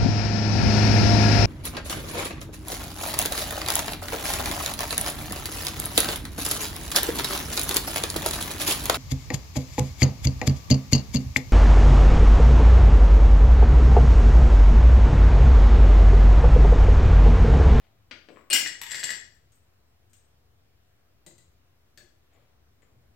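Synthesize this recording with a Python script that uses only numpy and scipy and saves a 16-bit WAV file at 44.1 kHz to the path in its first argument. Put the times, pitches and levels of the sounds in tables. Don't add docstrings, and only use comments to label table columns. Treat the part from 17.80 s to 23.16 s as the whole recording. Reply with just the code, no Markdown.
import sys
import numpy as np
from scipy import signal
from scipy.fft import rfft, irfft
from scipy.io import wavfile
from scipy.ndimage import uniform_filter1d

SR = 44100
rng = np.random.default_rng(int(sys.argv[2]) if len(sys.argv) > 2 else 0)


def master_out(mix):
    frames = np.transpose(np.atleast_2d(mix))
    ceiling = np.clip(frames, -1, 1)
    pcm = np.round(ceiling * 32767).astype(np.int16)
    wavfile.write(sys.argv[1], SR, pcm)


def volts_from_decibels(level):
    exponent = np.asarray(level, float) / 20
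    return 10 ** exponent


N = 236183
SPAN = 3 * 2 ** 13
HZ = np.fft.rfftfreq(SPAN, 1 / SR)

# (time [s], peak level [dB], landing [dB])
BANGS = [(.7288, -9.5, 2), (.7313, -9, 4), (.7358, -9.5, 11), (.7432, -13, 3.5), (.7485, -14, -9),
         (.7595, -15, -2), (.7615, -15, -8.5), (.768, -19, 6), (.7838, -19.5, -8), (.789, -22.5, 9.5),
         (.794, -17.5, -8.5)]
# (frequency [Hz], width [Hz], level [dB])
BARREL = [(306, 76, -23), (1680, 140, -12), (2055, 30, -2), (2130, 26, -3), (2260, 29, -6), (2485, 50, -3),
          (2832, 25, -3), (2915, 45, -1), (3012, 25, -6), (3225, 30, -9), (4385, 34, -6), (4820, 24, -7),
          (5182, 25, -8), (5300, 30, -6), (5628, 22, 0), (6140, 30, -11), (7050, 60, -4), (7315, 45, -2),
          (7405, 40, -5), (7725, 35, -7), (8120, 90, -10), (8400, 200, -9), (8870, 100, -16),
          (9488, 23, -12), (11200, 90, -19), (11800, 90, -19), (12500, 80, -13), (13100, 90, -13),
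          (14600, 90, -15)]
# (frequency [Hz], density [dB per Hz])
BARREL_CRACK = [(71, -58.5), (120, -26), (289, -19.5), (727, -19.5), (1120, -25.5), (2070, -7.5),
                (2930, -3), (3740, -13.5), (5520, -5), (6630, -17.5), (7200, -1.5), (10200, -20),
                (16000, -13.5)]
# (frequency [Hz], tilt [dB per landing dB])
ROCK = [(600, 0), (1900, -.5), (2600, 0), (3500, .05), (5500, .15), (7500, .55), (10000, .15), (14000, .15)]


def bangs():
    return strikes(BANGS, BARREL, BARREL_CRACK, ROCK, crack_db=-4.5, blow_s=0.018,
                   wet_db=-0.5, trim_db=-11.5, pan_db=6.0)


# (time [s], peak level [dB], landing [dB])
CHATTER = [(.8605, -18.5, -17), (.8665, -24.5, -11.5), (.8715, -20, 13), (.880, -27.5, -4),
           (1.1085, -25, 12), (1.1165, -19.5, 12.5), (1.120, -24.5, -8), (1.133, -25.5, -14),
           (1.1445, -19.5, -4.5), (1.151, -25.5, 6), (1.154, -26, 9.5), (1.159, -27.5, -4.5),
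           (1.168, -27, 4), (1.182, -28, -9.5), (1.194, -28, 18), (1.2005, -25.5, 8), (1.229, -22.5, -14),
           (1.235, -20, 7), (1.2395, -14.5, 13), (1.2525, -26, -1), (1.264, -30.5, 2),
           (1.291, -20.5, -14.5), (1.3035, -18.5, 7), (1.308, -21, -15.5), (1.318, -27.5, -1),
           (1.3205, -27.5, -3), (1.334, -27.5, -10), (1.3385, -31, -4)]
# (frequency [Hz], width [Hz], level [dB])
SHANK = [(1688, 26, -7), (1748, 24, -6), (1808, 20, -6), (1884, 20, -5), (1962, 30, -2), (2068, 28, -7),
         (2135, 24, -7), (1860, 300, -7)]
# (frequency [Hz], width [Hz], level [dB])
CHISEL = [(2490, 150, -14), (2880, 120, -10), (3340, 110, -11), (4310, 25, -10), (4578, 40, -8),
          (4858, 30, -6), (5300, 24, -13), (5626, 30, -6), (6190, 60, -12), (7100, 120, -11),
          (7400, 40, -5), (7468, 45, 3), (7548, 40, -4), (7760, 52, -7), (7550, 400, -9), (8930, 30, -11),
          (9490, 42, -17), (10200, 72, -18), (11400, 120, -20), (12500, 41, -22), (13300, 110, -17),
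          (14400, 120, -22), (15000, 52, -16), (15300, 40, -19)]
# (frequency [Hz], density [dB per Hz])
CHISEL_CRACK = [(71, -63), (120, -16.5), (592, -14), (1320, -17.5), (1680, -9), (1900, 2), (2240, -8.5),
                (4680, -4.5), (6500, -11), (7500, -5.5), (9400, -24.5), (15000, -26.5), (16000, -35.5)]


def chatter():
    return strikes(CHATTER, [*SHANK, *CHISEL], CHISEL_CRACK, ROCK, crack_db=-5, blow_s=0.015,
                   wet_db=-1.5, trim_db=-13.0, pan_db=5.5)


# (time [s], hold [s], level [dB])
RATTLE = [
    (1.101, 0.006, -42),
    (1.156, 0.04, -48),
    (1.245, .03, -50),
    (1.31, 0.03, -50),
]


def rattle():
    loose = swell(RATTLE, rise_db_per_s=899, fall_db_per_s=900)
    return rubbing(loose, [*SHANK, *CHISEL], rate=500, spread_db=-8.0, pan_db=19.5, wet_db=5.5)


# (time [s], peak level [dB], landing [dB])
SLIP = [
    (.7008, -15.5, 2.5),
    (.7065, -17.5, -8.5),
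]
# (frequency [Hz], width [Hz], level [dB])
VALVE = [(2490, 25, -3), (2850, 25, 0), (4310, 41, -5), (5310, 30, -10), (7310, 30, -7), (7700, 30, -11),
         (8400, 400, -7), (8870, 34, -17), (10000, 26, -25), (13100, 40, -20), (14200, 61, -28)]
# (frequency [Hz], density [dB per Hz])
VALVE_CRACK = [(120, -36), (300, -13), (1000, -20.5), (2700, -6), (3700, -14.5), (5000, -13), (6300, -17),
               (8300, -6.5), (10000, -20), (16000, -27)]
# (frequency [Hz], tilt [dB per landing dB])
TIP = [(600, -0.5), (2000, 0), (4300, -1.5), (7700, 0.6), (12500, 1.18)]


def slip():
    return strikes(SLIP, VALVE, VALVE_CRACK, TIP, crack_db=-10.0, blow_s=0.018,
                   wet_db=6.5, trim_db=-16.0, pan_db=7.0)


# (time [s], peak level [dB], landing [dB])
DROPS = [
    (1.015, -27, 0),
    (1.0345, -32, -14),
    (1.065, -34, -16),
]
# (frequency [Hz], width [Hz], level [dB])
COLLAR = [(940, 90, -6), (1900, 300, -6), (2320, 40, -5), (2920, 39, -4), (3500, 300, -9), (4770, 43, -9),
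          (5570, 150, -10), (7430, 37, -4), (7750, 40, 2), (8300, 200, -10), (8940, 28, -7),
          (10200, 82, -21), (11700, 120, -5), (13000, 150, -8), (14700, 41, -20), (15500, 65, -13)]
# (frequency [Hz], density [dB per Hz])
COLLAR_CRACK = [(120, -17), (200, -13.5), (722, -19.5), (933, -2.5), (1530, -13.5), (1940, -2),
                (6760, -12.5), (7680, -2.5), (9580, -28), (11500, -4.5), (16000, -16.5)]
# (frequency [Hz], tilt [dB per landing dB])
DULL = [(900, .6), (1800, 0), (8000, 0), (11000, 1)]


def drops():
    return strikes(DROPS, COLLAR, COLLAR_CRACK, DULL, crack_db=-0.5, blow_s=0.0085,
                   wet_db=3, trim_db=-9.5, pan_db=6.0)


# (time [s], peak level [dB], landing [dB])
KNOCKS = [
    (0.0408, -61.5, 4),
    (0.3107, -34.5, -2),
    (0.3144, -36, -2.5),
    (0.4863, -41, 10.5),
]
# (frequency [Hz], width [Hz], level [dB])
HANDLE = [(334, 36, -6), (587, 30, -2), (1220, 45, -12), (1440, 60, -3), (1670, 20, -8), (1980, 25, -4),
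          (2170, 38, 0), (2370, 32, -4), (2650, 30, -6), (3130, 50, -1), (3880, 63, -7), (4340, 38, -11),
          (4710, 45, 0), (6070, 50, -11), (7970, 91, -20)]
# (frequency [Hz], density [dB per Hz])
HANDLE_CRACK = [(120, -27.5), (200, -5.5), (404, -4), (585, -5), (832, -12.5), (1310, -9.5), (1450, -3),
                (1830, -3.5), (3080, -4), (3460, -9.5), (4840, -10.5), (11000, -41.5), (14300, -71.5),
                (22000, -120)]
# (frequency [Hz], tilt [dB per landing dB])
FLAT = [(600, 1.7), (2000, 0.5)]


def knocks():
    return strikes(KNOCKS, HANDLE, HANDLE_CRACK, FLAT, crack_db=-1.0, blow_s=0.015,
                   wet_db=0.5, trim_db=-8.5, pan_db=7.5)


# (time [s], peak level [dB], landing [dB])
BUMPS = [
    (.503, -40, 22),
    (.561, -49.5, -20),
    (.571, -43, -5),
    (.59, -53, -6),
    (.61, -52, -8),
    (4.55, -59, 4),
    (4.575, -57, 8),
    (5.03, -57.5, 18),
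]
# (frequency [Hz], width [Hz], level [dB])
HOSE = [(416.3, 350, 1), (1091.3, 280, -3.5), (1620, 110, -8), (2140, 110, -7.5)]
# (frequency [Hz], density [dB per Hz])
HOSE_CRACK = [(88, -35), (150, -6), (442, -1.5), (758, -10), (1150, 3.5), (1340, -12.5), (2100, -14.5),
              (6000, -39.5), (7800, -66.5), (13200, -120)]


def bumps():
    return strikes(BUMPS, HOSE, HOSE_CRACK, FLAT, crack_db=4, blow_s=0.0032,
                   wet_db=1.5, trim_db=-9.5, pan_db=7.0)


# (time [s], hold [s], level [dB])
SLIDE = [
    (.515, .06, -79),
]
# (frequency [Hz], width [Hz], level [dB])
SQUEAK = [(7800, 350, 0)]
# (time [s], hold [s], level [dB])
ZING = [
    (.571, .05, -83),
]
# (frequency [Hz], width [Hz], level [dB])
WHISTLE = [(5466, 150, -8), (7400, 120, 0)]
# (time [s], hold [s], level [dB])
RUSTLE = [
    (0, .07, -74),
    (4.535, 0.039, -73.5),
]
# (frequency [Hz], width [Hz], level [dB])
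CLOTH = [(679, 290, 7), (2087, 1300, 0), (3100, 670, -13)]


def hands():
    slide = swell(SLIDE, rise_db_per_s=330.5, fall_db_per_s=331)
    squeak = rubbing(slide, SQUEAK, rate=2100, spread_db=2.0, pan_db=6.5, wet_db=2.5)
    tighten = swell(ZING, rise_db_per_s=2002, fall_db_per_s=399.5)
    zing = rubbing(tighten, WHISTLE, rate=2000, spread_db=1.5, pan_db=6.0, wet_db=-0.5)
    movement = swell(RUSTLE, rise_db_per_s=300, fall_db_per_s=89.5)
    rustle = rubbing(movement, CLOTH, rate=6900, spread_db=6, pan_db=3.5, wet_db=-3.5)
    return squeak + zing + rustle


# (time [s], peak level [dB], landing [dB])
CLINKS = [
    (4.1744, -41.5, -6.5),
    (4.1855, -51, 2),
    (4.2042, -52, 11),
    (4.229, -56, 9),
]
# (frequency [Hz], width [Hz], level [dB])
NUT = [(339, 30, -7), (587, 30, -7), (1705, 80, -1), (2630, 58, -15), (3370, 70, -11), (3690, 50, -12),
       (4400, 300, -10), (6100, 84, -20), (6970, 45, -11), (7850, 60, -14), (8260, 60, -9)]
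# (frequency [Hz], density [dB per Hz])
NUT_CRACK = [(120, -3.5), (300, -7.5), (600, -13.5), (1000, -22.5), (1710, -7.5), (2300, -13.5),
             (4300, -13.5), (7900, -12.5), (9900, -27), (12400, -17), (16000, -24)]


def clinks():
    return strikes(CLINKS, NUT, NUT_CRACK, FLAT, crack_db=-3.0, blow_s=0.03,
                   wet_db=1.5, trim_db=-10.0, pan_db=7.5)


# (time [s], peak level [dB], landing [dB])
TAPS = [
    (3.464, -40.5, -1.5),
    (3.4678, -44, 5.5),
    (3.581, -50.5, -5),
    (3.5855, -54, -14.5),
    (3.6045, -64.5, 4),
]
# (frequency [Hz], width [Hz], level [dB])
TRAY = [(162, 24, -2), (350, 60, -3), (525, 160, -16), (1990, 110, -10), (3990, 200, -13), (4670, 200, -15),
        (6390, 60, -9), (6570, 70, -8), (6910, 60, -9), (7170, 150, -10), (7400, 70, -8), (7750, 80, -6),
        (7910, 70, -7), (8200, 400, -6)]
# (frequency [Hz], density [dB per Hz])
TRAY_CRACK = [(90, -37.5), (150, 0), (260, -12.5), (600, -13), (1100, -21.5), (2000, -18), (3000, -19),
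              (4200, -14), (5600, -20.5), (7600, -4.5), (9900, -33.5), (13000, -19), (16000, -25)]


def taps():
    return strikes(TAPS, TRAY, TRAY_CRACK, FLAT, crack_db=2, blow_s=0.0065,
                   wet_db=4.0, trim_db=-10.5, pan_db=6.5)


# (time [s], peak level [dB], landing [dB])
TICKS = [
    (1.543, -64, 10.5),
    (1.7195, -57, -3),
    (1.754, -60, 12),
    (2.08, -71, 11.5),
    (2.296, -65, -1),
    (2.332, -50, -3.5),
    (2.36, -71, 3),
]
# (frequency [Hz], width [Hz], level [dB])
FITTING = [(6600, 71, -14), (7000, 73, -14), (8075, 30, 5), (8255, 60, -5)]
# (frequency [Hz], density [dB per Hz])
FITTING_CRACK = [(880, -39), (1500, -17), (2160, -15.5), (4730, -22), (8240, -3.5), (9750, -22.5),
                 (12700, -12.5), (16000, -16.5)]


def ticks():
    return strikes(TICKS, FITTING, FITTING_CRACK, TIP, crack_db=-8.5, blow_s=0.013,
                   wet_db=6, trim_db=-11.0, pan_db=7.5)


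# (time [s], peak level [dB], landing [dB])
PINGS = [
    (4.533, -64.5, 8),
    (5.02, -57, -1.5),
]
# (frequency [Hz], width [Hz], level [dB])
PIN = [(1750, 60, -8), (2050, 80, -12), (6970, 35, 4), (7400, 700, -11)]
# (frequency [Hz], density [dB per Hz])
PIN_CRACK = [(400, -28), (2000, -1), (4500, -16), (7000, -25), (9000, -22), (11000, -33)]


def pings():
    return strikes(PINGS, PIN, PIN_CRACK, TIP, crack_db=-7.0, blow_s=0.018,
                   wet_db=3.5, trim_db=-12.0, pan_db=7.0)


def strikes(rows, modes, crack, landing, crack_db, blow_s, wet_db, trim_db, pan_db):
    out = np.zeros((2, N + SPAN))
    t = np.arange(800) / SR
    bells = ringing(modes)
    broad = causal(crack_db + along(crack, HZ))
    pair = ears(pan_db)
    for s, db, landing_db in rows:
        envelope = volts_from_decibels(-60 * t / blow_s) * (1 - np.exp(-t / 0.0011))
        blow = rfft(rng.standard_normal(len(t)) * envelope, SPAN)
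        lumps_db = 10 * np.log10(uniform_filter1d(abs(blow) ** 2, 90) + 1e-6)
        colour = causal(landing_db * along(landing, HZ) - lumps_db)
        luck = volts_from_decibels(1.7 * rng.standard_normal(len(modes)))
        direct = blow * colour * (luck @ bells + broad)
        size = np.linalg.norm(irfft(direct)[:264]) / np.sqrt(264)
        start = round(s * SR)
        heard = irfft(direct * pair * echoed(wet_db))
        out[:, start:start + SPAN] += volts_from_decibels(db + trim_db) / size * heard
    return out[:, :N]


def rubbing(curve, modes, rate, spread_db, pan_db, wet_db):
    hits = (rng.random(N) < rate / SR) * rng.standard_normal(N)
    hits = hits * volts_from_decibels(spread_db * rng.standard_normal(N))
    body = ringing(modes).sum(0)
    body /= np.linalg.norm(irfft(body)) * np.sqrt(np.mean(hits ** 2))
    heard = irfft(body * ears(pan_db) * echoed(wet_db))
    return signal.fftconvolve((hits * curve)[None], heard, axes=1)[:, :N]


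def swell(rows, rise_db_per_s, fall_db_per_s):
    s, hold, db = np.transpose(rows)[:, :, None]
    t = np.arange(N) / SR
    rise_db = rise_db_per_s * np.maximum(s - t, 0)
    fall_db = fall_db_per_s * np.maximum(t - s - hold, 0)
    return volts_from_decibels(db - rise_db - fall_db).sum(0)


def ringing(modes, f=HZ):
    c, w, db = np.transpose(modes)[:, :, None]
    damping = 1.5j * f * w
    return volts_from_decibels(db) * (damping / (c * c - f * f + damping)) ** 2


def causal(db):
    c = irfft(np.maximum(db, -120) * np.log(10) / 20)
    c[1:SPAN // 2] *= 2
    c[SPAN // 2 + 1:] = 0
    return np.exp(rfft(c))


def along(points, hz):
    f, v = np.transpose(points)
    return np.interp(np.log(hz + 1), np.log(f + 1), v)


# (frequency [Hz], extra left-right level [dB])
SHADOW = [(200, 0), (700, 3.5), (2500, 4.5), (5000, 1), (8500, -0.5), (13000, -6.5)]


def ears(pan_db):
    half = (pan_db + along(SHADOW, HZ)) / 2
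    lag_s = 2e-5
    return np.array([causal(half), causal(-half) * np.exp(-2j * np.pi * HZ * lag_s)])


def echoed(wet_db):
    return 1 + volts_from_decibels(wet_db) * garage(gap_s=0.0034, near_db=4.5, near_s=0.026)


# (frequency [Hz], time to fall 60 dB [s])
GARAGE = [(150, 0.68), (700, 0.5), (2000, 0.42), (6000, 0.47), (12000, 0.26)]
# (frequency [Hz], left-right likeness [-1 to 1])
WALLS = [(150, 0.99), (600, 0.52), (2000, 0.15), (10000, 0.084)]


def garage(gap_s, near_db, near_s):
    hz = np.fft.rfftfreq(256, 1 / SR)
    t = np.arange(160) * 128 / SR
    z = rng.standard_normal((2, len(hz), len(t), 2)) @ [1, 1j]
    decay = volts_from_decibels(-60 * t / along(GARAGE, hz)[:, None])
    tail = signal.istft(paired(z, WALLS, hz) * decay, SR, nperseg=256)[1]
    t = np.arange(tail.shape[1]) / SR
    tail *= (1 - np.exp(-t / gap_s)) * (1 + volts_from_decibels(near_db - 60 * t / near_s))
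    return rfft(tail / np.sqrt(np.sum(tail ** 2) / 2), SPAN)


def paired(z, alike, hz):
    turn = np.arccos(np.clip(along(alike, hz), -1, 1))[:, None] / 2
    mid, side = z[0] * np.cos(turn), z[1] * np.sin(turn)
    return np.array([mid + side, mid - side])


# (frequency [Hz], density [dB per Hz])
DRONE = [(15, -38.5), (25, -22), (40, -18.5), (55, -5), (70, 1.5), (90, 0), (130, -7), (155, -15),
         (350, -16), (480, -17.5), (700, -21.5), (910, -52.5), (1540, -120)]
# (time [s], hold [s], added level [dB])
SURGE = [
    (5.13, .18, -6),
]


def drone():
    surge = swell(SURGE, rise_db_per_s=298, fall_db_per_s=100)
    return air(DRONE, -66, patchy_db=0.5) * (1 + surge)


# (frequency [Hz], density [dB per Hz])
HISS = [(410, -30.5), (700, -5), (757, -4.5), (852, -8.5), (1010, -7), (1230, -7.5), (5400, -15.5),
        (9730, -22.5), (14400, -17), (16000, -19.5)]


def hiss():
    return air(HISS, -74.5, patchy_db=1.0)


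# (frequency [Hz], left-right likeness [-1 to 1])
ALIKE = [(60, 0.9), (180, 0.77), (550, 0.1255), (1650, 0.097), (4970, -0.5), (15000, -0.11)]
# (frequency [Hz], left-right level [dB])
LEAN = [(60, 3.5), (180, 3.5), (550, 2), (1650, 1.5), (4970, 1.5), (15000, 0.0)]


def air(spectrum, db, patchy_db):
    hz, _, z = signal.stft(rng.standard_normal((2, N + 4096)), SR, nperseg=2048)
    patches = uniform_filter1d(rng.standard_normal(z.shape[1:]), 20, 0)
    patches = uniform_filter1d(patches, 4, 1)
    half = along(LEAN, hz) / 2
    gain = volts_from_decibels(along(spectrum, hz) + np.array([half, -half]))[:, :, None]
    gain = gain * volts_from_decibels(patchy_db * patches / patches.std())
    pair = signal.istft(paired(z, ALIKE, hz) * gain, SR, nperseg=2048)[1][:, :N]
    return volts_from_decibels(db) * pair / pair.mean(0).std()


def scene():
    low = drone()
    hammer = knocks() + bumps() + slip() + bangs() + drops() + chatter() + rattle()
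    grip = hands()
    fittings = ticks() + taps() + clinks() + pings()
    return hammer + grip + fittings + low + hiss()


def band_limit(x):
    return signal.sosfilt(signal.butter(12, 16690, fs=SR, output="sos"), x)


def record(dry):
    size = 2 ** 18
    passed = np.fft.rfftfreq(size, 1 / SR) < 15850
    kept = irfft(rfft(dry, size) * passed)[:, :N]
    return band_limit(kept - 0.0005)


dry = scene()
out = record(dry)
master_out(out)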